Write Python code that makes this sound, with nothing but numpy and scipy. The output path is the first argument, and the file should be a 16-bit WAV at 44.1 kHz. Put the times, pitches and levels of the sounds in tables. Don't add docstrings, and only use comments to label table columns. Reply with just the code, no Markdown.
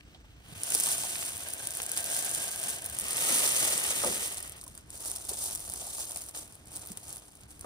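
import sys
import numpy as np
from scipy import signal
from scipy.fft import rfft, irfft, next_fast_len
from scipy.io import wavfile
from scipy.ndimage import uniform_filter1d

SR = 44100
rng = np.random.default_rng(int(sys.argv[2]) if len(sys.argv) > 2 else 0)


def dump_mix(stems):
    frames = np.atleast_2d(stems).T
    limited = np.clip(frames, -1, 1)
    pcm = np.round(limited * 32767).astype(np.int16)
    wavfile.write(sys.argv[1], SR, pcm)


N = 337365
SIZE = next_fast_len(N + 8192)
HZ = np.maximum(np.fft.rfftfreq(SIZE, 1 / SR), 1)

# time_s, level_db
POURS = [
    [(0.4, -73.5), (0.6, -43.5), (0.7, -35.5), (0.743, -27.5), (0.768, -33.5), (0.795, -31), (0.815, -30.5),
     (0.868, -28.5), (1.013, -34), (1.227, -36.5), (1.36, -41), (1.58, -43), (1.86, -41), (1.93, -42.5),
     (1.985, -32.5), (2.03, -39.5), (2.135, -32.5), (2.44, -36), (2.6, -39.5), (2.688, -33), (2.834, -47),
     (2.9, -56.5)],
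    [(2.7, -94), (2.85, -45), (3.0, -42), (3.193, -30.5), (3.367, -26), (3.58, -27), (3.976, -32.5),
     (4.061, -32.5), (4.275, -36.5), (4.53, -50), (4.62, -54), (4.79, -58), (4.87, -74.5)],
]
# peak_time_s, peak_level_db, rise_db_per_s, fall_db_per_s
PUSHES = [(4.94, -46, 400, 62), (5.066, -37.5, 158, 50), (5.288, -34.5, 6000, 64), (5.39, -53, 111, 58),
          (5.467, -32, 95, 102), (5.852, -39, 39, 86), (6.005, -33.5, 123, 255), (5.7, -46.5, 75, 36),
          (6.114, -43, 55, 99), (6.174, -40.5, 297, 300), (6.295, -45, 500, 701), (6.231, -45, 95, 300),
          (6.352, -35.5, 1500, 159), (6.52, -56.5, 97.5, 97), (6.759, -40, 208, 215),
          (6.825, -47.5, 500, 171), (6.92, -47, 154, 360), (6.98, -56, 402, 39), (7.1, -46, 73, 69),
          (7.42, -62, 39, 100), (7.518, -54, 249, 201), (7.63, -55.5, 163, 20)]
# start_s, level_db (before the common lift)
SINGLE_PEBBLES = [(0.0074, -56), (0.1483, -56), (0.6344, -15), (0.7035, -11), (0.7208, -16), (0.7431, -14),
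                  (0.7494, -6), (0.7536, -15), (0.7767, -20), (0.8, -11), (0.8069, -18), (0.8368, -13),
                  (0.86, -16), (0.8692, -13), (0.9122, -18), (0.9171, -15), (0.9814, -19), (1.0359, -22),
                  (1.1922, -24), (1.2188, -23), (1.2303, -21), (1.2501, -24), (1.2605, -22), (1.2911, -24),
                  (1.3211, -24), (1.3523, -27), (1.3598, -23), (1.3689, -20), (1.3783, -24), (1.3941, -28),
                  (1.4063, -26), (1.435, -28), (1.4753, -28), (1.4863, -21), (1.504, -25), (1.5276, -28),
                  (1.5355, -15), (1.5458, -28), (1.6083, -30), (1.6303, -28), (1.6528, -28), (1.6715, -16),
                  (1.6875, -28), (1.7069, -19), (1.7183, -26), (1.7246, -26), (1.7373, -24), (1.7514, -20),
                  (1.7642, -28), (1.7716, -16), (1.8187, -18), (1.8303, -22), (1.8352, -25), (1.8641, -18),
                  (1.8937, -19), (1.9168, -15), (1.9338, -25), (1.9646, -22), (1.9746, -12), (1.9791, -16),
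                  (2.0003, -23), (2.006, -23), (2.027, -24), (2.042, -16), (2.0547, -23), (2.0612, -20),
                  (2.102, -19), (2.1157, -18), (2.1266, -19), (2.1401, -19), (2.1471, -17), (2.1657, -17),
                  (2.1737, -18), (2.1912, -21), (2.2252, -20), (2.2474, -17), (2.2513, -19), (2.294, -16),
                  (2.3134, -17), (2.3383, -21), (2.3441, -20), (2.3486, -14), (2.3579, -20), (2.4022, -21),
                  (2.4409, -19), (2.4806, -23), (2.5148, -22), (2.522, -24), (2.5272, -21), (2.5596, -22),
                  (2.5764, -25), (2.5992, -20), (2.6185, -24), (2.6301, -18), (2.6376, -18), (2.6629, -23),
                  (2.6858, -22), (2.701, -19), (2.7063, -19), (2.7296, -27), (2.7653, -29), (2.7851, -27),
                  (2.8208, -28), (2.8437, -23), (2.8522, -24), (2.8607, -17), (2.8892, -29), (2.8984, -24),
                  (2.9249, -28), (2.9354, -30), (2.9437, -27), (2.9485, -24), (2.9679, -28), (2.9872, -14),
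                  (2.9981, -16), (3.0098, -20), (3.0173, -21), (3.0413, -24), (3.0533, -23), (3.0832, -16),
                  (3.1078, -18), (3.1221, -21), (3.1311, -14), (3.1616, -21), (3.1691, -17), (3.2235, -16),
                  (3.2395, -16), (3.2814, -14), (3.3251, -16), (3.3595, -14), (3.3789, -16), (3.3935, -14),
                  (3.4767, -14), (3.5199, -13), (3.5651, -13), (3.5838, -16), (3.6279, -14), (3.6544, -17),
                  (3.6767, -17), (3.725, -19), (3.7786, -14), (3.7988, -18), (3.8393, -17), (3.8646, -19),
                  (3.9079, -21), (3.9609, -21), (3.9882, -20), (4.0317, -19), (4.0464, -15), (4.073, -20),
                  (4.0808, -18), (4.1152, -21), (4.1277, -22), (4.1784, -23), (4.2085, -22), (4.2224, -21),
                  (4.2306, -22), (4.2353, -23), (4.2601, -18), (4.2747, -21), (4.2792, -24), (4.3194, -26),
                  (4.3238, -23), (4.3446, -22), (4.3721, -22), (4.3824, -22), (4.4034, -25), (4.4271, -25),
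                  (4.4476, -29), (4.4586, -31), (4.4768, -26), (4.4957, -26), (4.5211, -28), (4.5701, -37),
                  (4.5783, -38), (4.6132, -29), (4.6321, -41), (4.6389, -30), (4.6425, -35), (4.6643, -38),
                  (4.667, -37), (4.6788, -29), (4.6995, -42), (4.7515, -32), (4.7771, -28), (4.8964, -41),
                  (4.9041, -26), (4.9757, -30), (5.007, -28), (5.0186, -29), (5.0249, -29), (5.0508, -22),
                  (5.0579, -21), (5.075, -23), (5.0812, -25), (5.0988, -23), (5.1157, -16), (5.155, -26),
                  (5.161, -19), (5.1693, -25), (5.2171, -33), (5.2512, -26), (5.2696, -31), (5.2927, -18),
                  (5.2982, -22), (5.336, -25), (5.3896, -22), (5.431, -24), (5.4408, -22), (5.5103, -25),
                  (5.5289, -25), (5.5507, -16), (5.5568, -21), (5.5754, -28), (5.5944, -30), (5.6039, -25),
                  (5.651, -28), (5.6636, -32), (5.6779, -27), (5.6911, -28), (5.6987, -20), (5.7159, -28),
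                  (5.7215, -26), (5.7319, -30), (5.7377, -19), (5.7604, -26), (5.8685, -27), (5.8893, -28),
                  (5.9079, -28), (5.9488, -24), (5.9996, -24), (6.0069, -23), (6.0541, -27), (6.0862, -31),
                  (6.0949, -29), (6.1092, -24), (6.119, -22), (6.13, -30), (6.146, -29), (6.1603, -20),
                  (6.1718, -21), (6.1841, -29), (6.2082, -33), (6.2144, -30), (6.2193, -24), (6.2389, -29),
                  (6.2536, -37), (6.2639, -29), (6.2876, -27), (6.2921, -28), (6.3107, -34), (6.3489, -32),
                  (6.3628, -26), (6.3809, -32), (6.3875, -31), (6.4781, -35), (6.524, -35), (6.5437, -44),
                  (6.5535, -33), (6.5929, -49), (6.6574, -39), (6.6722, -36), (6.6825, -38), (6.7184, -33),
                  (6.7411, -34), (6.7598, -23), (6.7652, -24), (6.7715, -25), (6.7938, -34), (6.8195, -30),
                  (6.8525, -33), (6.8609, -30), (6.8725, -25), (6.8864, -35), (6.902, -35), (6.9186, -25),
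                  (6.9326, -36), (6.9729, -21), (6.9974, -38), (7.0416, -32), (7.0703, -35), (7.0817, -28),
                  (7.0928, -29), (7.1052, -30), (7.1145, -37), (7.1278, -24), (7.1515, -32), (7.1601, -28),
                  (7.1687, -27), (7.1816, -34), (7.1977, -38), (7.2542, -42), (7.2822, -36), (7.3156, -45),
                  (7.3211, -44), (7.3537, -37), (7.3623, -48), (7.371, -38), (7.4085, -39), (7.4135, -41),
                  (7.4345, -40), (7.4833, -46), (7.4993, -44), (7.5064, -35), (7.5152, -36), (7.5235, -42),
                  (7.5613, -47), (7.5939, -34), (7.6104, -27), (7.6248, -45)]
# pitch_hz, width_hz, level_db
PEBBLE_MODES = [(6070, 4000, -14.5), (9530, 3450, 5), (14000, 2200, -11.5)]
# pitch_hz, gain_db (noise power per Hz)
TICK_COLOUR = [(1500, -45), (3000, -16), (5200, -11), (6400, -6.5), (7700, -3.5), (9000, -1.5), (10500, -3),
               (12000, -10.5), (14000, -10), (16000, -30)]
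# pitch_hz, gain_db (noise power per Hz)
RATTLE_COLOUR = [(40, -44.5), (110, -5.5), (220, -10.5), (500, -6), (900, -6), (1800, -4), (3000, 2.5),
                 (4500, -6.5), (7000, -11.5)]
# start_s, level_db (at a middling flow), share (of the flow's swing in dB)
RATTLE_STAGES = [(0, -43, 0.48), (1.55, -43.5, 0.68), (2.95, -42.5, 0.7777), (4.6, -53, 0.56)]
# (each pitch_hz, width_hz, level_db)
HOLLOWS = [(0, -10.5, [(690, 95, 3.5), (1540, 100, 2), (362, 72, -10)]), (1.45, -3.5, [(676, 79, 4),
           (1582, 100, 4), (516, 230, -6.5)]), (2.951, -5, [(600, 310, 1.5), (1240, 190, -1.5),
           (1870, 220, 3), (2550, 310, -20)]), (4.6, 2.5, [(650, 320, 5), (380, 200, 1.5),
           (1100, 260, -9.5), (2280, 900, -10.5)])]
# start_s, peak_level_db
WALL_KNOCKS = [(0.721, -23.5), (1.035, -27.5), (1.156, -21.5), (1.226, -23), (1.395, -36.5), (1.801, -20.5),
               (1.971, -27), (2.377, -34), (3.18, -22.5), (4.037, -32), (4.254, -46), (6.163, -32),
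               (6.349, -33.5), (6.974, -35)]
# start_s, peak_level_db, pitch_hz, puff_t60_s (time to fall 60 dB)
BUMPS = [(.008, -42, 2220, 0.0079), (0.146, -49, 764, 0.053), (.146, -46, 3250, 0.07),
         (0.243, -52.5, 800, 0.033), (0.52, -41, 134, 0.054), (0.559, -42.5, 98, 0.14),
         (0.753, -34.5, 392, 0.042), (0.87, -33.5, 960, 0.056), (1.036, -34, 724, 0.085),
         (3.298, -36, 235, 0.28), (4.0349, -25, 516, 0.36), (4.036, -29, 860, 0.096),
         (4.037, -28.5, 1320, 0.05), (4.06, -32, 397, 0.44), (4.049, -34, 212, 0.53),
         (4.446, -40, 1250, .03), (4.629, -46, 1210, .015), (4.666, -45, 900, .02),
         (4.776, -46.5, 1520, 0.034), (5.185, -46, 650, .04), (5.288, -38.5, 710, 0.17),
         (5.312, -36, 440, 0.037), (5.815, -40.5, 615, 0.054), (5.84, -47, 656, .04),
         (5.87, -42, 730, 0.072), (5.992, -40.5, 600, 0.058), (6.108, -45, 616, 0.027),
         (6.158, -41, 520, .03), (5.29, -49, 199, 0.22), (6.902, -39, 170, 0.07), (7.622, -49, 1070, 0.052),
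         (7.644, -33, 615, 0.089)]
# pitch_hz, gain_db (noise power per Hz)
GARDEN_COLOUR = [(15, -21), (35, -15), (64, 2), (110, 1), (200, -7), (400, -13.5), (900, -23.5),
                 (1500, -19), (4000, -26), (8400, -28), (11000, -56), (16000, -80)]
# time_s, level_db
WIND = [(0.0, -59), (0.36, -58.5), (0.91, -88), (4.47, -60), (5.52, -61.5), (7.37, -69), (7.65, -52)]
# pitch_hz, left_lead_rad, alike_share (0 to 1, heard alike by both), left_over_right_db
PORTS = [(0, 0, .92, -1), (130, 0, .92, -1.3), (300, .7, .75, -0.5), (900, .8, .55, 3.5),
         (1600, 2.2, .5, 0.1), (2300, 3.1, .6, 0.1), (2900, 3.4, .75, -1), (4600, 6.1, .45, -2),
         (5700, 5.3, .42, -5), (6500, 4.6, .4, -1), (7000, 3.0, .62, 0.5), (9100, 0.05, .9, 0.1),
         (10400, -1.5, .72, 0.1), (11300, -3.0, .97, 0.1), (12000, -3.2, .97, 0.1), (12700, -4.4, .6, 0.1),
         (13500, -6.2, .95, 0.1), (14500, -6.4, .85, 0.1), (16000, -9.3, .6, 0.1)]

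REST_DB, MIDDLING_DB = -81.5, -40
TICK_LIFT_DB = 0.7
CRACK_T60_S, SCATTER_T60_S, SCATTER_DB = 0.0017, 0.029, 6
GARDEN_DB, HUM_HZ, HUM_DB = -57, 301, -69
EDGE_HZ, CUTOFF_HZ = 15750, 16600


def amp(db):
    return 10 ** (np.asarray(db) / 20)


def rms_one(x):
    return x / np.sqrt(np.mean(x ** 2) + 1e-20)


def colour(x, points):
    hz, db = np.transpose(points)
    gain = amp(np.interp(np.log(HZ), np.log(hz), db))
    cepstrum = irfft(np.log(gain), SIZE)
    cepstrum[1:SIZE // 2] *= 2
    cepstrum[SIZE // 2 + 1:] = 0
    response = np.exp(rfft(cepstrum))
    return irfft(rfft(x, SIZE) * response, SIZE)[..., :N]


def drift(rate_hz):
    r = np.exp(-2 * np.pi * rate_hz / SR)
    smooth = signal.lfilter([1], [1, -2 * r, r * r], rng.standard_normal(N + SR))
    return rms_one(smooth[SR:])


def resonance(x, hz, width_hz):
    r = np.exp(-np.pi * width_hz / SR)
    top = np.array([1, 0, -1]) * (1 - r * r) / 2
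    return signal.lfilter(top, [1, -2 * r * np.cos(2 * np.pi * hz / SR), r * r], x)


def bursts(power, t60):
    r = amp(-120 / (t60 * SR))
    envelope = np.sqrt(signal.lfilter([1 - r], [1, -r], power + 1e-18))
    return envelope * rng.standard_normal((2, N))


def flow():
    t = np.arange(N) / SR
    power = amp(2 * REST_DB)
    for pour in POURS:
        pour_db = np.interp(t, *np.transpose(pour), -200, -200)
        power = power + amp(2 * pour_db)
    for peak_s, db, rise, fall in PUSHES:
        drop_db = np.where(t < peak_s, rise * (peak_s - t), fall * (t - peak_s))
        power = power + amp(2 * (db - drop_db))
    return 10 * np.log10(power)


def collisions(per_s, spread_db, clump_db):
    per_s = np.clip(per_s, 20, 20000)
    clumps = amp(clump_db * np.maximum(drift(25.0), -1))
    chance = per_s * clumps / SR
    energy = amp(2 * spread_db * np.minimum(rng.exponential(1, N), 2.8))
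    return (rng.random(N) < chance) * energy / energy.mean() * SR / per_s


def ticks(hits, count=5):
    size = rng.integers(0, count, N)
    crack = 0
    for k, hz in enumerate(np.geomspace(3500, 14000, count)):
        puffs = bursts(hits * (size == k), CRACK_T60_S)
        crack = crack + resonance(puffs, hz, 0.22 * hz) / np.sqrt(hz)
    scatter = amp(SCATTER_DB) * rms_one(bursts(hits, SCATTER_T60_S))
    return rms_one(colour(rms_one(crack) + scatter, TICK_COLOUR))


def single_ticks(widen=2.34, dull_db=-16, length=1024):
    out, t = np.zeros((2, N + length)), np.arange(length) / SR
    dull = signal.butter(1, [600, 4500], "band", fs=SR)
    for s, db in SINGLE_PEBBLES:
        crack, scatter, knock = rng.standard_normal((3, 2, length))
        size_draw, knock_draw, *mode_draws = scatter[0, -1], *knock[0, :-5:-1]
        pitch_factor = amp(0.4 * np.clip(size_draw, -2, 2))
        blow = np.sign(crack) * amp(-60 * t / 0.005) + scatter * amp(-13 - 60 * t / 0.034)
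        modes = []
        for k, (hz, width, mode_db) in enumerate(PEBBLE_MODES):
            change_db = 2.7 * (k != 1) * mode_draws[k]
            wide = resonance(blow, hz * pitch_factor, widen * width)
            modes.append(amp(mode_db + change_db) * resonance(wide, hz * pitch_factor, width))
        low = signal.lfilter(*dull, knock * amp(-60 * t / 0.0026))
        low_gain = amp(dull_db + 0.56 * knock_draw)
        tick = sum(modes) / np.abs(modes[1]).max(1, keepdims=True)
        tick = tick + low_gain * low / np.abs(low).max(1, keepdims=True)
        first = round(s * SR)
        out[:, first:first + length] += amp(db + TICK_LIFT_DB) * tick
    return out[:, :N]


def bed(hits, count=7):
    spot = rng.integers(0, count, N)
    spots = 0
    for k, hz in enumerate(np.geomspace(200, 5000, count)):
        puffs = bursts(hits * (spot == k), 26.0 / hz)
        spots = spots + resonance(puffs, hz, 0.56 * hz) / np.sqrt(hz)
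    spread = amp(6.5) * rms_one(bursts(hits, 0.053))
    return rms_one(colour(rms_one(spots) + spread, RATTLE_COLOUR))


def hollow(hits):
    puffs, out = bursts(hits, 0.024), np.zeros((2, N))
    for start, level_db, modes in HOLLOWS:
        ringing = rms_one(sum(amp(db) * resonance(puffs, hz, width) for hz, width, db in modes))
        first = round(start * SR)
        out[:, first:] = amp(level_db) * ringing[:, first:]
    return out


def rattle_level(flow_db):
    out = np.zeros(N)
    for start, db, share in RATTLE_STAGES:
        first = round(start * SR)
        out[first:] = db + share * (flow_db[first:] - MIDDLING_DB)
    return uniform_filter1d(out, size=400)


def knocks(t60=0.013, length=2048):
    out, t = np.zeros((2, N + length)), np.arange(length) / SR
    for s, db in WALL_KNOCKS:
        puff = rng.standard_normal((2, length)) * amp(-60 * t / t60)
        knock = resonance(puff, 1900, 3300)
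        first = round(s * SR)
        out[:, first:first + length] += amp(db) * knock / np.abs(knock).max(1, keepdims=True)
    return out[:, :N]


def thuds(length=8192):
    out, t = np.zeros((2, N + length)), np.arange(length) / SR
    for s, db, hz, t60 in BUMPS:
        puff = rng.standard_normal((2, length)) * amp(-60 * t / t60)
        thud = resonance(resonance(puff, hz, 0.99 * hz), hz, 0.31 * hz)
        first = round(s * SR)
        out[:, first:first + length] += amp(db) * thud / np.abs(thud).max(1, keepdims=True)
    return out[:, :N]


def garden():
    t = np.arange(N) / SR
    swell = amp(GARDEN_DB + 2.0 * drift(7.8))
    far = swell * rms_one(colour(rng.standard_normal((2, N)), GARDEN_COLOUR))
    low_noise = resonance(resonance(rng.standard_normal((2, N)), 59.0, 25), 38, 42)
    wind = amp(np.interp(t, *np.transpose(WIND))) * rms_one(low_noise)
    hum = amp(HUM_DB) * rms_one(resonance(rng.standard_normal((2, N)), HUM_HZ, 5.9))
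    return far + wind + hum


def ports(pair):
    hz, *columns = np.transpose(PORTS)
    lead, alike, balance_db = (np.interp(HZ, hz, column) for column in columns)
    alike = np.clip(alike, 0, 1)
    shared, own = rfft(pair, SIZE)
    right = alike * shared * np.exp(-1j * lead) + np.sqrt(1 - alike ** 2) * own
    left_and_right = [shared * amp(balance_db / 2), right * amp(-balance_db / 2)]
    return irfft(left_and_right, SIZE)[:, :N]


def scene():
    ticks_db = flow()
    per_s = 1200 * amp(0.32 * (ticks_db - MIDDLING_DB))
    hits = collisions(per_s, spread_db=2.5, clump_db=2.27)
    wall_hits = collisions(0.6 * per_s, spread_db=2.0, clump_db=3.0)
    rattle = rms_one(bed(hits + wall_hits) + hollow(0.2 * hits + wall_hits))
    stream = amp(ticks_db) * ticks(hits) + amp(rattle_level(ticks_db)) * rattle
    background = knocks() + thuds() + garden()
    return ports(stream + background + single_ticks())


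def record(dry):
    edge = signal.sosfilt(signal.ellip(9, 0.5, 30, EDGE_HZ, fs=SR, output="sos"), dry)
    return signal.sosfilt(signal.cheby2(16, 35, CUTOFF_HZ, fs=SR, output="sos"), edge)


dry = scene()
out = record(dry)
dump_mix(out)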